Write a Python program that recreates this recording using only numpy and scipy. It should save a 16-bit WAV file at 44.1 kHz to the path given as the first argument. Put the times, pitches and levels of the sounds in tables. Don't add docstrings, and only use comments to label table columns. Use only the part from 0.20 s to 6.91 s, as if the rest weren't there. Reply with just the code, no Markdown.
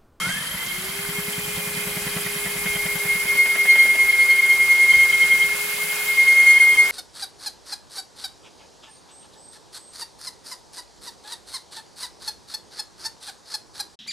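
import sys
import numpy as np
from scipy import signal
from scipy.fft import rfft, irfft, next_fast_len
from scipy.io import wavfile

SR = 44100
rng = np.random.default_rng(int(sys.argv[2]) if len(sys.argv) > 2 else 0)


def wav_record(signal):
    frames = np.transpose(np.atleast_2d(signal))
    bounded = np.clip(frames, -1, 1)
    quanta = np.round(bounded * 32767).astype(np.int16)
    wavfile.write(sys.argv[1], SR, quanta)


N = 295911
GEAR_RATIO = 40.4


def from_db(db):
    return 10 ** (np.asarray(db) / 20)


def unit_rms(x):
    return x / np.sqrt(np.mean(x ** 2) + 1e-20)


def clock():
    return np.arange(N) / SR


def at_times(rows, times):
    knots_s, *columns = np.transpose(rows)
    return [np.interp(times, knots_s, column) for column in columns]


def in_time(rows):
    return at_times(rows, clock())


def at_hz(rows, hz):
    knots_hz, values = np.transpose(rows)
    return np.interp(np.log(hz), np.log(knots_hz), values)


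def phase_of(hz):
    return 2 * np.pi * np.cumsum(hz) / SR


def once_a_turn(motor_hz, place):
    turns = np.maximum.accumulate(np.cumsum(motor_hz / GEAR_RATIO) / SR - place)
    return np.interp(np.arange(np.ceil(turns[0]), turns[-1]), turns, clock())


def drift(rate_hz):
    hop, settle = 40, 2000
    pole = np.exp(-2 * np.pi * hop * rate_hz / SR)
    white = rng.standard_normal(N // hop + settle + 2)
    slow = signal.lfilter([1], [1, -2 * pole, pole * pole], white)[settle:]
    return np.interp(np.arange(N) / hop, np.arange(len(slow)), unit_rms(slow))


def resonate(x, hz, width_hz):
    radius = np.exp(-np.pi * width_hz / SR)
    feedback = [1, -2 * radius * np.cos(2 * np.pi * hz / SR), radius ** 2]
    return signal.lfilter(np.array([1, 0, -1]) * (1 - radius ** 2) / 2, feedback, x + 1e-18)


def spread(pair, correlation):
    correlation = np.clip(correlation, -1, 1)
    return np.sqrt(1 + correlation) * pair[0] + np.sqrt(1 - correlation) * pair[1] * [[1], [-1]]


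def tone(angle, waver_db, waver_hz, stray_rad):
    apart = stray_rad * drift(0.72) * np.array([[1], [-1]])
    return unit_rms(np.sin(angle + apart) * from_db(waver_db * drift(waver_hz)))


def grit_ring(hz, width_hz, correlation, grain_db=1.5, per_s=3000):
    strikes = rng.random((2, N)) < per_s / SR
    grains = strikes * rng.standard_normal((2, N)) * from_db(grain_db * drift(63))
    ringing = resonate(resonate(grains, hz, width_hz), hz, 5 * width_hz)
    return unit_rms(spread(ringing, correlation))


# f/Hz, left-right correlation
NOISE_CORRELATION = [(30, 0.27), (70, 0.55), (170, 0.56), (350, 0.88), (600, 0.93), (1200, 1), (2200, 0.41),
                     (4000, 0.45), (8000, 0.48), (14000, 0.39)]


def banded_noise(spectrum, flicker_db, flicker_hz):
    out, edges_hz = 0, 20 * 2 ** np.arange(0, 10.1, .5)
    white = rng.standard_normal((2, 2, N))
    for k, (low, high) in enumerate(zip(edges_hz, edges_hz[1:])):
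        hz, flicker = np.sqrt(low * high), drift(flicker_hz)
        if high > spectrum[0][0] and low < spectrum[-1][0]:
            bandpass = signal.butter(2, [low, high], "band", fs=SR, output="sos")
            band = spread(signal.sosfilt(bandpass, white[k % 2]), at_hz(NOISE_CORRELATION, hz))
            out = out + from_db(at_hz(spectrum, hz) + flicker_db * flicker) * band
    return unit_rms(out)


def loft_echoes(x, count=14, t60_s=0.2):
    out = np.zeros((2, N))
    dull = signal.sosfilt(signal.butter(2, [400, 6000], "band", fs=SR, output="sos"), x)
    for ear in range(2):
        for delay_s, sign in zip(rng.uniform(.004, .07, count), rng.choice([-1, 1], count)):
            lag = int(delay_s * SR)
            out[ear, lag:] += sign * from_db(-60 * delay_s / t60_s) * dull[ear, :N - lag]
    return out / np.sqrt(count)


# t/s, level/dB
AIR_DB = [(0, -52), (.45, -43), (1.3, -39.5), (3.1, -39), (3.8, -40), (4.6, -40), (5.65, -36.5), (6.3, -43)]
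# f/Hz, density/dB
AIR_SPECTRUM = [(3000, -11.5), (8000, -2), (12000, 6), (14000, -3), (16000, -2)]


def cooling_air():
    air_db, = in_time(AIR_DB)
    gain = from_db(air_db + 4.5 + 0.43 * drift(6))
    return gain * banded_noise(AIR_SPECTRUM, flicker_db=1.5, flicker_hz=15)


# t/s, drill shake/dB, wall boom/dB
VIBRATION_DB = [(0, -49, -39), (.4, -53.5, -46), (2.0, -53, -44.5), (2.9, -50, -52), (3.4, -54.5, -53),
                (4.4, -56, -60), (4.75, -44.5, -58), (5.0, -55, -54), (5.7, -64, -53.5), (6.35, -51, -66),
                (6.71, -65, -57)]
# f/Hz, density/dB
SHAKE_SPECTRUM = [(22, 0.5), (60, -2), (100, -5), (160, -9.5), (300, -17.5)]


def vibration():
    shake_db, boom_db = in_time(VIBRATION_DB)
    shake_gain = from_db(shake_db + 4.8 * drift(9.9))
    shake = shake_gain * banded_noise(SHAKE_SPECTRUM, flicker_db=0, flicker_hz=12)
    boom = from_db(boom_db - 1) * grit_ring(hz=173.5, width_hz=38, correlation=1)
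    return shake + boom


def gear_case(motor_hz):
    angle = phase_of(motor_hz)
    mesh = sum(tone(order * angle + drift(40), waver_db=2, waver_hz=30, stray_rad=.5)
               for order in (12, 18))
    return from_db(-46) * resonate(mesh, hz=4670, width_hz=110)


# t/s, level/dB
HUM_DB = [(0.6, -44.5), (0.9, -39.5), (2.7, -39.5), (3.9, -44.5), (4.7, -45.5), (5.4, -42.5), (6.35, -47),
          (6.7, -43)]


def rotor_hum(motor_hz, angle, throb_db=2.5, full_load_sag_hz=21):
    hum_db, = in_time(HUM_DB)
    top_hz = np.max(motor_hz)
    spun_up = np.minimum(motor_hz / top_hz / .89, 1) ** 17
    load = np.minimum((top_hz - motor_hz) / full_load_sag_hz, 1)
    gain = from_db(hum_db + throb_db * load * np.sin(angle / GEAR_RATIO)) * spun_up
    return gain * tone(angle, waver_db=1.2, waver_hz=12, stray_rad=.15)


# multiple of motor speed, level/dB
MOTOR_ORDERS = [(1.32, -56), (2, -55.5), (2.66, -58), (4, -56), (5.85, -47), (6, -55), (6.15, -49),
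                (7, -61), (12, -59), (18.2, -59)]
# t/s, gear rattle/dB, brush chatter/dB, gain on MOTOR_ORDERS/dB
RUN_UP_DB = [(0, -39, -62, -20), (.07, -30.5, -57, -22), (.17, -31.5, -42, -20), (.22, -41, -41, -18),
             (.33, -46, -41, -18), (.4, -35.5, -40, -6), (.53, -36.5, -51, -5), (.6, -52, -50, -8),
             (.9, -70, -55, 0), (1.3, -75, -65, 3.5), (6.71, -75, -65, 2)]
# t/s, commutator/dB, bearing/dB
WHINES_DB = [(.3, -70, -70), (1.2, -50, -47), (1.7, -53, -51), (2.7, -50, -56), (3.6, -57, -57),
             (4.2, -48, -54), (4.9, -55, -50), (5.25, -55, -46), (5.45, -47, -49), (5.9, -46, -53),
             (6.1, -53, -55)]


def motor(motor_hz, pinion_teeth=6, commutator_bars=35):
    angle = phase_of(motor_hz * (1 + .0004 * drift(12)))
    rattle_db, chatter_db, whine_db = in_time(RUN_UP_DB)
    whistle_db, bearing_db = in_time(WHINES_DB)
    hum = rotor_hum(motor_hz, angle)
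    whine = sum(from_db(db) * tone(order * angle, waver_db=2.5, waver_hz=11.5, stray_rad=.79)
                for order, db in MOTOR_ORDERS)
    rattle = tone(pinion_teeth * angle + .9 * drift(60), waver_db=2.5, waver_hz=70, stray_rad=.3)
    chatter = tone(commutator_bars * angle + drift(70), waver_db=1.5, waver_hz=50, stray_rad=.6)
    whistle = tone(commutator_bars * angle, waver_db=3, waver_hz=6, stray_rad=.6)
    bearing = tone(19.5 * angle + 1.1 * drift(20), waver_db=2.5, waver_hz=20, stray_rad=.5)
    gears = from_db(whine_db) * whine + from_db(rattle_db) * rattle
    brushes = from_db(chatter_db) * chatter + from_db(whistle_db) * whistle
    return hum + gears + brushes + from_db(bearing_db) * bearing


# t/s, level/dB
GRIND_DB = [(0, -36.5), (.18, -40), (2.4, -39.5), (3.2, -38.5), (4.4, -38), (4.75, -36.5), (5.7, -39.3),
            (6.3, -35.5)]
# t/s, hiss/dB, sizzle/dB
GRIT_DB = [(0, -35.5, -42), (.3, -40, -40), (1.6, -38.5, -39.5), (2.9, -37.5, -35.5), (4.4, -38, -39.5),
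           (4.8, -36.5, -40.5), (5.7, -36, -38.5), (6.6, -38, -39)]
# f/Hz, density/dB
GRIND_SPECTRUM = [(120, -12), (230, -8), (330, -9), (520, -3), (720, -4.5), (1100, 0.5), (1600, 2.5),
                  (2200, -13.5), (2800, -5.5), (4000, -5), (5200, -9), (8000, -15.5)]
HISS_SPECTRUM = [(2500, 1.5), (4300, -1.5), (6000, -3.5), (7800, 1), (9000, -1), (10500, -19), (12500, -7),
                 (16000, -32)]
# f/Hz, width/Hz, level/dB
TUBE_RING_MODES = [(1715, 78, -10.5), (2070, 126, -2.5), (2119.5, 13.7, -0.5)]
TUBE_SIZZLE_MODES = [(10630, 590, 1), (11160, 520, -4)]


def cutting(motor_hz, swing):
    grind_db, = in_time(GRIND_DB)
    hiss_db, sizzle_db = in_time(GRIT_DB)
    bit_angle = phase_of(motor_hz / GEAR_RATIO)
    bite = .5 * np.sin(bit_angle) + .16 * np.sin(2 * bit_angle + drift(1.7)) + .77 * drift(31)
    skating_db = 0.65 * np.abs(swing) / np.max(np.abs(swing))
    grind = banded_noise(GRIND_SPECTRUM, flicker_db=1.75, flicker_hz=22)
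    hiss = banded_noise(HISS_SPECTRUM, flicker_db=1.86, flicker_hz=42)
    ring = sum(from_db(db) * grit_ring(hz, width_hz, correlation=.19)
               for hz, width_hz, db in TUBE_RING_MODES)
    sizzle = sum(from_db(db) * grit_ring(hz, width_hz, correlation=.3, per_s=12000)
                 for hz, width_hz, db in TUBE_SIZZLE_MODES)
    return (from_db(grind_db + 2 + .33 * bite - skating_db) * grind
            + from_db(hiss_db + 4 + .44 * bite) * hiss
            + from_db(grind_db + .5) * ring
            + from_db(sizzle_db + .24 * bite) * sizzle)


# t/s, thump/dB, scrape/dB, place/turn
KNOCK_CURVE = [(.05, -21, -33, 0.38), (.2, -29, -43, 0.31), (.7, -30.5, -47, 0.46), (1.0, -23, -35, 0.36),
               (1.7, -27.5, -35.5, 0.37), (1.95, -19, -28, 0.38), (2.1, -28.5, -34, 0.35),
               (2.6, -24.5, -28.5, 0.39), (3.0, -28.5, -32.5, 0.39), (3.25, -44, -26.5, 0.43),
               (3.6, -42, -24, .40), (3.85, -46, -33, 0.33), (4.9, -56, -45, 0.12), (5.05, -37, -32, 0.07),
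               (5.7, -38, -50, 0.21), (5.9, -50, -45, 0.2)]


def knock_events(motor_hz, scatter_db=1.0):
    jolt = (0.089, -25.5, -36)
    times = once_a_turn(motor_hz, place=in_time(KNOCK_CURVE)[2])
    thump_db, scrape_db, _ = at_times(KNOCK_CURVE, times)
    uneven_db = scatter_db * rng.standard_normal(len(times))
    return [jolt, *zip(times, thump_db + uneven_db, scrape_db + 2 * uneven_db)]


# f/Hz, width/Hz, gain/dB
WALL_THUD_MODES = [(101, 81, 3.5), (173.8, 33.7, 9.5)]
# f/Hz, density/dB
SCRAPE_SPECTRUM = [(250, -18), (550, -0.5), (1200, -8), (1900, 4.5), (2600, -8), (5000, -16),
                   (12000, -24.5)]


def knocks(motor_hz, contact_s=0.0025, scrape_s=0.0076):
    blows, rub = np.zeros((2, N))
    t, events = clock(), knock_events(motor_hz)
    for (start_s, thump_db, scrape_db), (lateness, force) in zip(events, rng.random((len(events), 2))):
        near = slice(int(start_s * SR), int(start_s * SR) + SR // 10)
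        age_s = np.maximum(t[near] - start_s, 0)
        second_tooth = (0.00473 + 0.002 * lateness, .5 + .63 * force)
        for delay_s, share in ((0, 1), second_tooth):
            push = np.clip((age_s - delay_s) / contact_s, 0, 1)
            blows[near] += from_db(thump_db) * share * np.sin(np.pi * push) ** 2
        rub[near] += from_db(scrape_db) * age_s / scrape_s * np.exp(1 - age_s / scrape_s)
    modes = sum(from_db(db) * resonate(blows, hz, width_hz) for hz, width_hz, db in WALL_THUD_MODES)
    thud = resonate(modes, hz=118, width_hz=130)
    scrape = from_db(-3.5) * banded_noise(SCRAPE_SPECTRUM, flicker_db=1, flicker_hz=63)
    ring = from_db(-5) * grit_ring(hz=1980, width_hz=95, correlation=1)
    ring += from_db(-8) * grit_ring(hz=3145, width_hz=114, correlation=.41)
    wall = from_db(-17.5) * grit_ring(hz=245, width_hz=38, correlation=.95)
    return thud + rub * (scrape + ring + wall)


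# t/s, level/dB
LIGHT_RUB_DB = [(0, -35.5), (.5, -38.5), (1.6, -40.5), (2.8, -45.5), (3.6, -45), (4.2, -41.5), (5.6, -43.5),
                (6.3, -44)]
# t/s, peak/dB
HARD_RUB_PEAKS = [(.11, -32), (.28, -37), (2.17, -36), (2.56, -28.5), (4.73, -26), (4.84, -31),
                  (4.932, -24.5), (5.03, -32), (5.125, -27), (5.23, -26), (6.39, -35), (6.56, -30)]


def upper_mode(swing, hz=3151, sing_threshold_db=-35, hard_rub_s=0.011):
    hard = sum(from_db(db) * np.exp(-((clock() - s) / hard_rub_s) ** 2) for s, db in HARD_RUB_PEAKS)
    light = from_db(in_time(LIGHT_RUB_DB)[0] + 2.5 * drift(20))
    catch_rub = from_db(-27 + 2.9 * drift(30)) * np.abs(swing)
    rub = np.hypot(light, hard + catch_rub)
    singing = .9 / (1 + (from_db(sing_threshold_db) / rub) ** 3)
    note = tone(phase_of(hz + 25 * drift(29)), waver_db=.5, waver_hz=34, stray_rad=.96)
    rattle = grit_ring(hz, width_hz=72, correlation=.23, grain_db=2.5)
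    return rub * (np.sqrt(singing) * note + np.sqrt(1 - singing) * rattle)


# t/s, catch peak/dB, binding/0-1
FRICTION_CURVE = [(0, -44, 0), (2.1, -43, 0), (2.4, -33, 0.1), (2.53, -26.5, 0.6), (2.68, -25.5, 0.4),
                  (2.8, -28.5, 0), (2.92, -16.5, 0.1), (3.02, -22.5, 0), (3.21, -12.5, 0.36),
                  (3.31, -18, 0), (3.48, -10.5, 0.13), (3.82, -12.5, 0.23), (4.1, -11, 0.46),
                  (4.5, -12.5, 0.3), (4.65, -11, 1), (4.82, -12.5, 0.84), (5.03, -9.5, 0.23),
                  (5.22, -13, 0.14), (5.4, -29, 0.65), (5.8, -24.5, 0.5), (6.0, -12.5, 0.5),
                  (6.1, -12, 0.82), (6.5, -12, 1), (6.6, -10, 0), (6.71, -30, 0.3)]
# t/s, peak/dB
SQUEAK_PEAKS = [(0.033, -27), (0.518, -32), (0.839, -40), (0.971, -31.5), (2.25, -29.5), (2.476, -26.5)]


def catches(motor_hz, free_turn=.98, early_turn=.19, late_turn=.1, scatter_db=1.3):
    binding = np.clip(in_time(FRICTION_CURVE)[1], 0, 1)
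    first_s = once_a_turn(motor_hz, free_turn - early_turn * binding)
    second_s = once_a_turn(motor_hz, free_turn + late_turn)
    times = np.r_[first_s, second_s]
    share = np.r_[np.ones(len(first_s)), np.interp(second_s, clock(), binding)]
    peak_db = at_times(FRICTION_CURVE, times)[0] + scatter_db * np.interp(times, clock(), drift(14))
    squeaks = [(s, from_db(db)) for s, db in SQUEAK_PEAKS]
    return [*zip(times, from_db(peak_db) * share), *squeaks]


STALL_TIMES_S = [3.919, 4.215, 4.729, 4.92, 6.3922, 6.56]
STALL_S, SURGE_S, SURGE_DB = 0.014, 0.028, 4.5


def tube_swing(motor_hz, limit, rise_s=0.017, hold_s=0.0035, fade_db_per_s=177):
    t, power = clock(), np.zeros(N)
    for catch_s, peak in catches(motor_hz):
        near = slice(max(int(catch_s * SR) - SR // 10, 0), int(catch_s * SR) + SR // 2)
        age_s = t[near] - catch_s
        rise = np.exp(-(np.minimum(age_s, 0) / rise_s) ** 2)
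        fallen_db = fade_db_per_s * (np.hypot(np.maximum(age_s, 0), hold_s) - hold_s)
        power[near] += (peak * from_db(-fallen_db)) ** 2 * rise
    stall = np.prod([np.tanh((t - s) / STALL_S) for s in STALL_TIMES_S], axis=0)
    surge_db = SURGE_DB * sum(np.exp(-((t - s) / SURGE_S) ** 2) for s in STALL_TIMES_S)
    _, binding = in_time(FRICTION_CURVE)
    flutter_db = 0.6 * (.5 + binding) * drift(47)
    swing = np.sqrt(power) * stall * np.abs(stall) * from_db(surge_db + flutter_db)
    return swing / (1 + (np.abs(swing) / limit) ** 8) ** (1 / 8)


# multiple, level/dB
SQUEAL_OVERTONES = [(2, -24), (3, -28), (4, -30.5), (5, -24.5)]
# t/s, gain/dB
OCTAVE_BOOST_DB = [(3.4, 5), (4.15, 5), (4.45, -3), (6.3, -2)]


def squeal(swing, limit, hz=2141.5):
    angle = phase_of(hz + 2.5 * drift(14))
    out = swing * tone(angle, waver_db=.15, waver_hz=50, stray_rad=.18)
    slip = np.abs(swing) ** 2.5 / limit ** 1.5
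    octave_db, = in_time(OCTAVE_BOOST_DB)
    for multiple, db in SQUEAL_OVERTONES:
        colour_db = octave_db if multiple == 2 else -0.46 * octave_db
        overtone = tone(multiple * angle + .4 * drift(40), waver_db=1.8, waver_hz=45, stray_rad=.6)
        out += from_db(db + 1 + colour_db) * slip * overtone
    return out


# t/s, f/Hz
MOTOR_SPEED_HZ = [(0, 205), (.1, 262), (.2, 295), (.35, 333), (.55, 365), (.75, 397.3), (.95, 409),
                  (1.3, 414.5), (2.1, 409.7), (2.7, 410.6), (3.6, 400.2), (4.5, 397.8), (4.85, 398.5),
                  (5.4, 413.2), (5.7, 416.6), (6.1, 413.1), (6.5, 404.6), (6.71, 403)]


def scene():
    motor_hz, = in_time(MOTOR_SPEED_HZ)
    swing_limit = from_db(-8)
    swing = tube_swing(motor_hz, swing_limit)
    background = cooling_air() + vibration()
    work = cutting(motor_hz, swing) + upper_mode(swing) + knocks(motor_hz)
    drill = motor(motor_hz) + gear_case(motor_hz)
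    return background + drill + work + squeal(swing, swing_limit) + from_db(-5) * loft_echoes(work)


# f/Hz, side gain/dB
SIDE_GAIN_DB = [(1900, 0), (2140, 0), (2450, 5), (2900, 4), (3200, -2), (3900, -3), (4350, 3), (5000, 3),
                (6000, -3), (8000, 4), (9300, -5), (10900, 3), (12800, -4), (14400, 4), (15300, -3)]
CUTOFF_HZ = 15850


def record(dry):
    mid, side = (dry[0] + dry[1]) / 2, (dry[0] - dry[1]) / 2
    size = next_fast_len(N + SR // 10)
    hz = np.maximum(np.arange(size // 2 + 1) * SR / size, 1)
    side = irfft(rfft(side, size) * from_db(at_hz(SIDE_GAIN_DB, hz)), size)[:N]
    lowpass = signal.ellip(12, .2, 90, CUTOFF_HZ, fs=SR, output="sos")
    return signal.sosfilt(lowpass, [mid + side, mid - side])


dry = scene()
out = record(dry)
wav_record(out)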